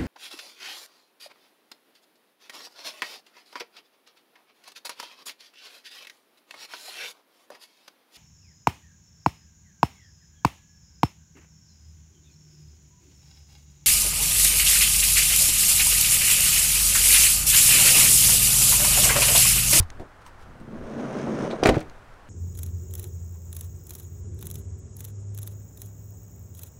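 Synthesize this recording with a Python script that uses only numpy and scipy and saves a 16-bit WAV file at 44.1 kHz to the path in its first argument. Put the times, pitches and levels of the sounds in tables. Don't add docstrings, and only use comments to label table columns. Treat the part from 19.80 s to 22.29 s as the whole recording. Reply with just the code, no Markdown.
import sys
import numpy as np
from scipy import signal
from scipy.fft import rfft, irfft
from scipy.io import wavfile

SR = 44100
rng = np.random.default_rng(int(sys.argv[2]) if len(sys.argv) > 2 else 0)


def bounce(signal):
    frames = np.transpose(np.atleast_2d(signal))
    limited = np.clip(frames, -1, 1)
    pcm = np.round(limited * 32767).astype(np.int16)
    wavfile.write(sys.argv[1], SR, pcm)


N = 109764

# (time [s], speed [dB re full speed])
DOOR_SPEED = [(.55, -64), (0.718, -28.5), (.86, -19), (.93, -12.5), (1.07, -8), (1.19, -5), (1.43, -2),
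              (1.49, -2), (1.56, -1.5), (1.66, 0), (1.74, -2.5), (1.802, -4.5), (1.84, -2), (1.90, -20)]
# (frequency [Hz], relative density [dB])
RUMBLE_SPECTRUM = [(40, -56), (100, -24.5), (135, -0.5), (175, -4), (235, 5), (290, -4.5), (420, -7),
                   (700, -35.5), (2000, -64)]
GRIND_SPECTRUM = [(120, -22), (280, -6.5), (400, 0.5), (600, -0.5), (760, -8.5), (1100, -9.5), (1650, -15),
                  (2300, -31.5), (4000, -30), (10000, -80)]
HISS_SPECTRUM = [(800, -2.5), (2200, 10.5), (3200, 2), (4000, -8), (5400, 1), (6500, -1), (7600, -9),
                 (9300, -11), (11000, -29), (16000, -32)]
# (time [s], 1/e half-width [s], level change [dB])
RUMBLE_SURGES = [(.82, .02, 3), (.935, .035, 5), (1.05, .04, -2), (1.17, .02, 3), (1.505, .045, 7.5),
                 (1.62, .035, 4), (1.765, .04, -5)]
# (centre [Hz], random values per second [Hz], level [dB])
BEARING_BANDS = [(6300, 1200, -59), (8900, 1400, -66)]
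# (frequency [Hz], relative level [dB], t60 [s])
PANEL_MODES = [(143, -1, .3), (220, -2, .25), (252, -1, .25), (309, -1, .22), (368, 0, .2), (479, -1, .2),
               (520, -8, .2), (574, -2, .18), (662, 2, .18), (748, -4, .2), (779, -6, .18), (899, -10, .22),
               (991, -12, .22)]
# (time [s], thud level [dB], body level [dB], t60 [s])
TRACK_BUMPS = [(0.552, -44, -79, 0.026), (0.689, -46, -57, 0.12), (.752, -42, -67, 0.034),
               (0.809, -37.5, -56, 0.091), (0.877, -36.5, -54, 0.078), (0.929, -37, -41, 0.058),
               (1.169, -30.5, -52, 0.059), (1.47, -42, -27.5, 0.2), (1.646, -32.5, -29, 0.043),
               (1.706, -47, -30, 0.1), (1.728, -54, -24.5, 0.1)]
# (time [s], level [dB])
ROLLER_CLACKS = [(1.703, -41), (1.711, -41)]
# (frequency [Hz], relative density [dB])
CLACK_SPECTRUM = [(700, -13), (1100, 3), (1600, -4), (2200, 4), (3000, -5), (4050, 5.5), (5000, -10),
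                  (7500, -13.5), (10500, -29), (16000, -45)]
# (time [s], thud level [dB], body level [dB], clank level [dB], click level [dB], t60 [s])
KNOCK_BLOWS = [(1.828, -24, -13, -33, -60, 0.062), (1.834, -43, -26, -23, -24.5, 0.044),
               (1.8522, -37, -15, -32, -34, 0.099), (1.857, -16.5, -7, -11.5, -23, 0.041),
               (1.870, -26, -18, -22, -29.5, 0.085), (1.8884, -12, -6.5, -19.5, -25, 0.052),
               (1.892, -6, -12, -18, -29, 0.036), (1.942, -35, -27.5, -33, -52, 0.094),
               (1.957, -31, -43, -39, -54, 0.044), (1.966, -19, -24.5, -39, -58, 0.057),
               (1.976, -44, -32, -45, -55, 0.11), (2.008, -47, -53, -41, -50, 0.084)]
# (frequency [Hz], relative density [dB])
THUD_SPECTRUM = [(20, -14), (50, -19), (100, -5), (140, 0.5), (200, -8.5), (400, -9.5), (1500, -49),
                 (8000, -99)]
BODY_SPECTRUM = [(60, -33.5), (180, -8.5), (330, 4), (480, 1), (680, -0.5), (900, -9.5), (1500, -18),
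                 (4000, -73), (12000, -89)]
CLANK_SPECTRUM = [(300, -19.5), (900, 3.5), (1400, 5.5), (1900, 5), (2500, 4), (2900, -7), (4200, -9.5),
                  (8000, -34), (16000, -56)]
CLICK_SPECTRUM = [(1200, -20), (3000, 12), (4800, 4.5), (6500, 3.5), (9000, -4), (12000, -14), (16000, -20)]
# (time [s], level [dB])
LATCH_SNAPS = [(1.8657, -36), (1.8704, -27.5), (1.8921, -28.5), (2.005, -43.5), (2.027, -57)]
# (frequency [Hz], relative density [dB])
SNAP_SPECTRUM = [(1500, -21), (5500, 7), (9000, 8), (13000, 0), (16000, -3)]
# (frequency [Hz], relative level [dB], t60 [s])
PAWL_MODES = [(3940, -12, 0.054), (4760, 0.5, 0.038), (4920, -4, .04), (5700, -3, 0.047), (6010, -7, 0.068)]
CATCH_MODES = [(1437, -6, .2), (1839, 1, .17), (1875, -1, .15), (2026, -1, .17), (2342, -4, .14),
               (2500, 1, .08), (3542, -11, .12), (3854, -12, .12)]
# (frequency [Hz], relative level [dB], t60 [s])
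CABIN_MODES = [(54, 1, .2), (86, -10, .2), (125, -5, .24), (142, -3, .28), (200, -10, .22), (264, -10, .25)]
# (time [s], level [dB])
FITTING_RATTLES = [(1.924, -44), (1.9437, -44), (1.9507, -43), (1.9557, -43), (1.963, -45), (1.979, -45),
                   (1.9825, -47), (1.993, -44), (2.0115, -48)]
# (frequency [Hz], relative density [dB])
RATTLE_SPECTRUM = [(700, -7), (1600, 5), (3000, 2), (6200, 0.5), (9500, -8), (12000, -16), (16000, -18)]
# (time [s], level [dB])
DEEP_THUMP_EVENT = (0.00058, -13.5)
# (frequency [Hz], relative level [dB], t60 [s])
DEEP_THUMP_MODES = [(49.6, -1.5, 0.11), (88.3, 0.5, 0.13), (135, -31, .06)]
# (time [s], level [dB])
HANDLING_THUMPS = [(.001, -40.5), (.1965, -31), (.212, -42.5), (.246, -52)]
# (frequency [Hz], relative density [dB])
SOFT_SPECTRUM = [(40, 0), (150, -1), (330, 8), (720, -2), (1100, -13), (2500, -26), (9000, -38),
                 (16000, -52)]
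# (time [s], level [dB])
SCUFF_EVENTS = [(.001, -34.5), (.026, -44)]
# (frequency [Hz], relative density [dB])
SCUFF_SPECTRUM = [(300, -14), (900, 10), (1700, 2.5), (2500, -5), (5000, -6.5), (9000, -14), (16000, -25)]
# (time [s], 1/e half-width [s], level [dB])
HANDLING_RUSTLES = [(.422, 0.0098, -55), (.475, 0.023, -54), (.62, 0.03, -56)]
# (time [s], level [dB])
LIGHT_TICKS = [(.1026, -35), (.464, -45), (2.0975, -44), (2.339, -52)]
# (frequency [Hz], relative density [dB])
TICK_SPECTRUM = [(600, -24), (1100, -4), (2300, 1), (3300, 2.5), (4700, -5.5), (6300, -3), (7600, -9),
                 (9000, -14), (16000, -28)]
# (time [s], level [dB])
HANDLING_TAPS = [(.4635, -45), (.8, -54.5)]
# (frequency [Hz], relative density [dB])
TAP_SPECTRUM = [(400, -3), (900, 15), (2000, -1), (4500, -7), (7000, -10), (8700, -1), (10500, -17),
                (16000, -12)]
# (frequency [Hz], relative density [dB])
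OUTDOOR_SPECTRUM = [(30, -22), (100, -14), (160, -11.5), (400, -13), (700, -9.5), (1500, -10), (2200, -20),
                    (3900, -29), (9000, -37), (15600, -46.5)]
WIND_SPECTRUM = [(10, -1.5), (24, 2.5), (34, -19.5), (55, -7.5), (100, -11), (200, -25.5), (600, -30),
                 (6000, -100)]
# (time [s], level [dB])
WIND_GUSTS = [(.05, -44), (.2, -38), (.3, -53.5), (.45, -47.5), (0.529, -47.5), (.8, -41.5), (.87, -52),
              (1.04, -38), (1.25, -73), (1.8, -48), (2.15, -46), (2.48, -52)]

RUMBLE_DB, GRIND_DB, HISS_DB, ROLL_RING_DB = -32.5, -33, -48, -38.5
RUMBLE_LAW, GRIND_LAW, HISS_LAW, BEARING_LAW = 0.79, 1.21, 1.57, 1.5
GRIT_PER_S, GRIT_SPREAD_DB = 3500, 3
JUDDER_HZ, JUDDER_DB = 34.37, 1.13
HISS_GRAIN_HZ, HISS_GRAIN_DB = 260, 2.5
BEARING_DRIFT, BEARING_SWELL_DB = .03, 2.5
BEND_S, BEND_FADE_S, BEND_SPEED_DB = 1.71, 0.091, -2
ATTACK_S, CHATTER_HZ, CHATTER_DB = 0.0012, 441, 1.5
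TAIL_DB, TAIL_T60_S, TREBLE_TAIL_T60_S = -22, 0.42, 0.34
IMPACT_DB = 14.5
SHAKE_DB = -41
PAWL_S, CATCH_S, FRAME_S = 1.835, 1.858, 1.8895
PAWL_DB, CATCH_DB, SLAM_RING_DB = -26, -30, -20.5
SEAT_S, PUSH_S, BOOM_DB, LEAK_HZ = 1.897, 0.003, -18, 32
CLACK_T60_S, SNAP_T60_S, RATTLE_T60_S = 0.093, 0.018, 0.022
SOFT_T60_S, SCUFF_T60_S, TICK_T60_S, TAP_T60_S = 0.13, 0.069, .011, 0.087
OUTDOORS_DB, TOP_HZ = -52, 15750


def amp(db):
    return 10 ** (np.asarray(db) / 20)


def unit(x):
    return x / np.sqrt(np.mean(x ** 2) + 1e-18)


def clock():
    return np.arange(N) / SR


def fade(age, t60):
    return (age >= 0) * np.exp(-np.log(1000) * np.maximum(age, 0) / max(t60, 1e-3))


def colour(x, points):
    size = 8192
    hz, db = np.array(points, float).T
    f = np.maximum(np.arange(size // 2 + 1) * SR / size, 1)
    log_gain = np.log(amp(np.interp(np.log(f), np.log(hz), db)))
    cepstrum = irfft(log_gain)
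    cepstrum[1:size // 2] *= 2
    cepstrum[size // 2 + 1:] = 0
    response = irfft(np.exp(rfft(cepstrum)))
    return signal.fftconvolve(x, response / np.linalg.norm(response))[:N]


def ring(x, modes):
    t = clock()[:SR]
    response = sum(amp(db) * np.sin(2 * np.pi * hz * t) * fade(t, t60) for hz, db, t60 in modes)
    return signal.fftconvolve(x, response)[:N]


def push(at, width):
    force = np.exp(-np.pi * ((clock() - at) / width) ** 2)
    return force / (force.sum() + 1e-18)


def noise():
    return rng.standard_normal(N)


def walk(rate):
    return np.interp(clock() * rate, np.arange(4096), rng.standard_normal(4096))


def bursts(rows, t60):
    return sum(amp(db) * fade(clock() - at, t60) for at, db in rows) * noise()


def grit():
    largest = 2.5
    size = np.clip(noise() * amp(GRIT_SPREAD_DB * noise()), -largest, largest)
    contact = rng.random(N) < GRIT_PER_S / SR
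    return unit(contact * size)


def rollers():
    t = clock()
    speed = np.interp(t, *np.array(DOOR_SPEED).T, left=-90, right=-90)
    judder = JUDDER_DB * walk(JUDDER_HZ)
    surge = sum(db * np.exp(-((t - at) / width) ** 2) for at, width, db in RUMBLE_SURGES)
    rumble = colour(grit() * amp(RUMBLE_DB + RUMBLE_LAW * speed + judder + surge), RUMBLE_SPECTRUM)
    grind = colour(grit() * amp(GRIND_DB + GRIND_LAW * speed + judder), GRIND_SPECTRUM)
    grain = HISS_GRAIN_DB * walk(HISS_GRAIN_HZ)
    spin = speed + BEND_SPEED_DB * np.clip((t - BEND_S) / BEND_FADE_S, 0, 1)
    hiss = colour(noise() * amp(HISS_DB + HISS_LAW * spin + judder + grain), HISS_SPECTRUM)
    skin_level = amp(ROLL_RING_DB + GRIND_LAW * speed + surge / 2)
    skin = unit(ring(grit(), PANEL_MODES)) * skin_level
    return rumble + grind + hiss + skin + bearings(spin)


def bearings(spin):
    out = 0
    for hz, width, db in BEARING_BANDS:
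        phase = 2 * np.pi * np.cumsum(hz * (1 + BEARING_DRIFT * walk(10))) / SR
        band = walk(width) * np.cos(phase) + walk(width) * np.sin(phase)
        out = out + band * amp(db + BEARING_LAW * spin + BEARING_SWELL_DB * walk(20))
    return out


def bumps():
    t = clock()
    shapes = [amp([thud_db, body_db])[:, None] * fade(t - at, t60)
              for at, thud_db, body_db, t60 in TRACK_BUMPS]
    thud, body = sum(shapes)
    return colour(thud * noise(), THUD_SPECTRUM) + colour(body * noise(), BODY_SPECTRUM)


def roller_clacks():
    return colour(bursts(ROLLER_CLACKS, CLACK_T60_S), CLACK_SPECTRUM)


def knock_power(age, t60, tail_t60):
    attack = np.clip(age / ATTACK_S, 0, 1)
    return attack * (fade(age, t60) ** 2 + (amp(TAIL_DB) * fade(age, tail_t60)) ** 2)


def knocks():
    t = clock()
    powers, impacts = np.zeros((4, N)), np.zeros(N)
    for at, thud_db, body_db, clank_db, click_db, t60 in KNOCK_BLOWS:
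        gains = amp([thud_db, body_db, clank_db, click_db])[:, None]
        low = knock_power(t - at, t60, TAIL_T60_S)
        high = knock_power(t - at, t60, TREBLE_TAIL_T60_S)
        powers += gains ** 2 * np.array([low, low, high, high])
        impacts += amp(body_db) * push(at + ATTACK_S, .00007)
    thud, body, clank, click = np.sqrt(powers)
    chatter = amp(CHATTER_DB * walk(CHATTER_HZ))
    dull = colour(thud * noise(), THUD_SPECTRUM)
    dull += colour(body * noise() + amp(IMPACT_DB) * impacts, BODY_SPECTRUM)
    bright = colour(clank * chatter * noise(), CLANK_SPECTRUM)
    bright += colour(click * chatter * noise(), CLICK_SPECTRUM)
    snaps = colour(bursts(LATCH_SNAPS, SNAP_T60_S), SNAP_SPECTRUM)
    skin = amp(SHAKE_DB) * ring(body * noise(), PANEL_MODES)
    return dull + bright + snaps + skin


def metal():
    strikes = [(PAWL_S, PAWL_DB, PAWL_MODES), (CATCH_S, CATCH_DB, CATCH_MODES),
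               (FRAME_S, SLAM_RING_DB, PANEL_MODES)]
    return sum(amp(db) * ring(push(at, .00005), modes) for at, db, modes in strikes)


def boom():
    air = ring(push(SEAT_S, PUSH_S), CABIN_MODES)
    leak = signal.butter(2, LEAK_HZ, "high", fs=SR, output="sos")
    return -amp(BOOM_DB) * signal.sosfilt(leak, air)


def fittings():
    return colour(bursts(FITTING_RATTLES, RATTLE_T60_S), RATTLE_SPECTRUM)


def small_sounds():
    t = clock()
    thump_s, thump_db = DEEP_THUMP_EVENT
    deep = amp(thump_db) * ring(push(thump_s, 0.00031), DEEP_THUMP_MODES)
    soft = colour(bursts(HANDLING_THUMPS, SOFT_T60_S), SOFT_SPECTRUM)
    ticks = colour(bursts(LIGHT_TICKS, TICK_T60_S), TICK_SPECTRUM)
    taps = colour(bursts(HANDLING_TAPS, TAP_T60_S), TAP_SPECTRUM)
    rustle_level = sum(amp(db) * np.exp(-((t - at) / width) ** 2) for at, width, db in HANDLING_RUSTLES)
    rustle = rustle_level * grit()
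    scuffs = colour(bursts(SCUFF_EVENTS, SCUFF_T60_S) + rustle, SCUFF_SPECTRUM)
    return deep + soft + ticks + taps + scuffs


def outdoors():
    hush = colour(noise() * amp(OUTDOORS_DB + .5 * walk(7.0)), OUTDOOR_SPECTRUM)
    gust = amp(np.interp(clock(), *np.array(WIND_GUSTS).T))
    return hush + colour(noise() * gust, WIND_SPECTRUM)


def scene():
    door = rollers() + bumps() + roller_clacks() + knocks() + metal()
    return (door + boom() + fittings() + small_sounds() + outdoors())[None]


def record(dry):
    ceiling = 1.3
    rounded = ceiling * np.tanh(dry / ceiling)
    low_pass = signal.ellip(10, .2, 80, TOP_HZ, fs=SR, output="sos")
    return signal.sosfilt(low_pass, rounded)


dry = scene()
out = record(dry)
bounce(out)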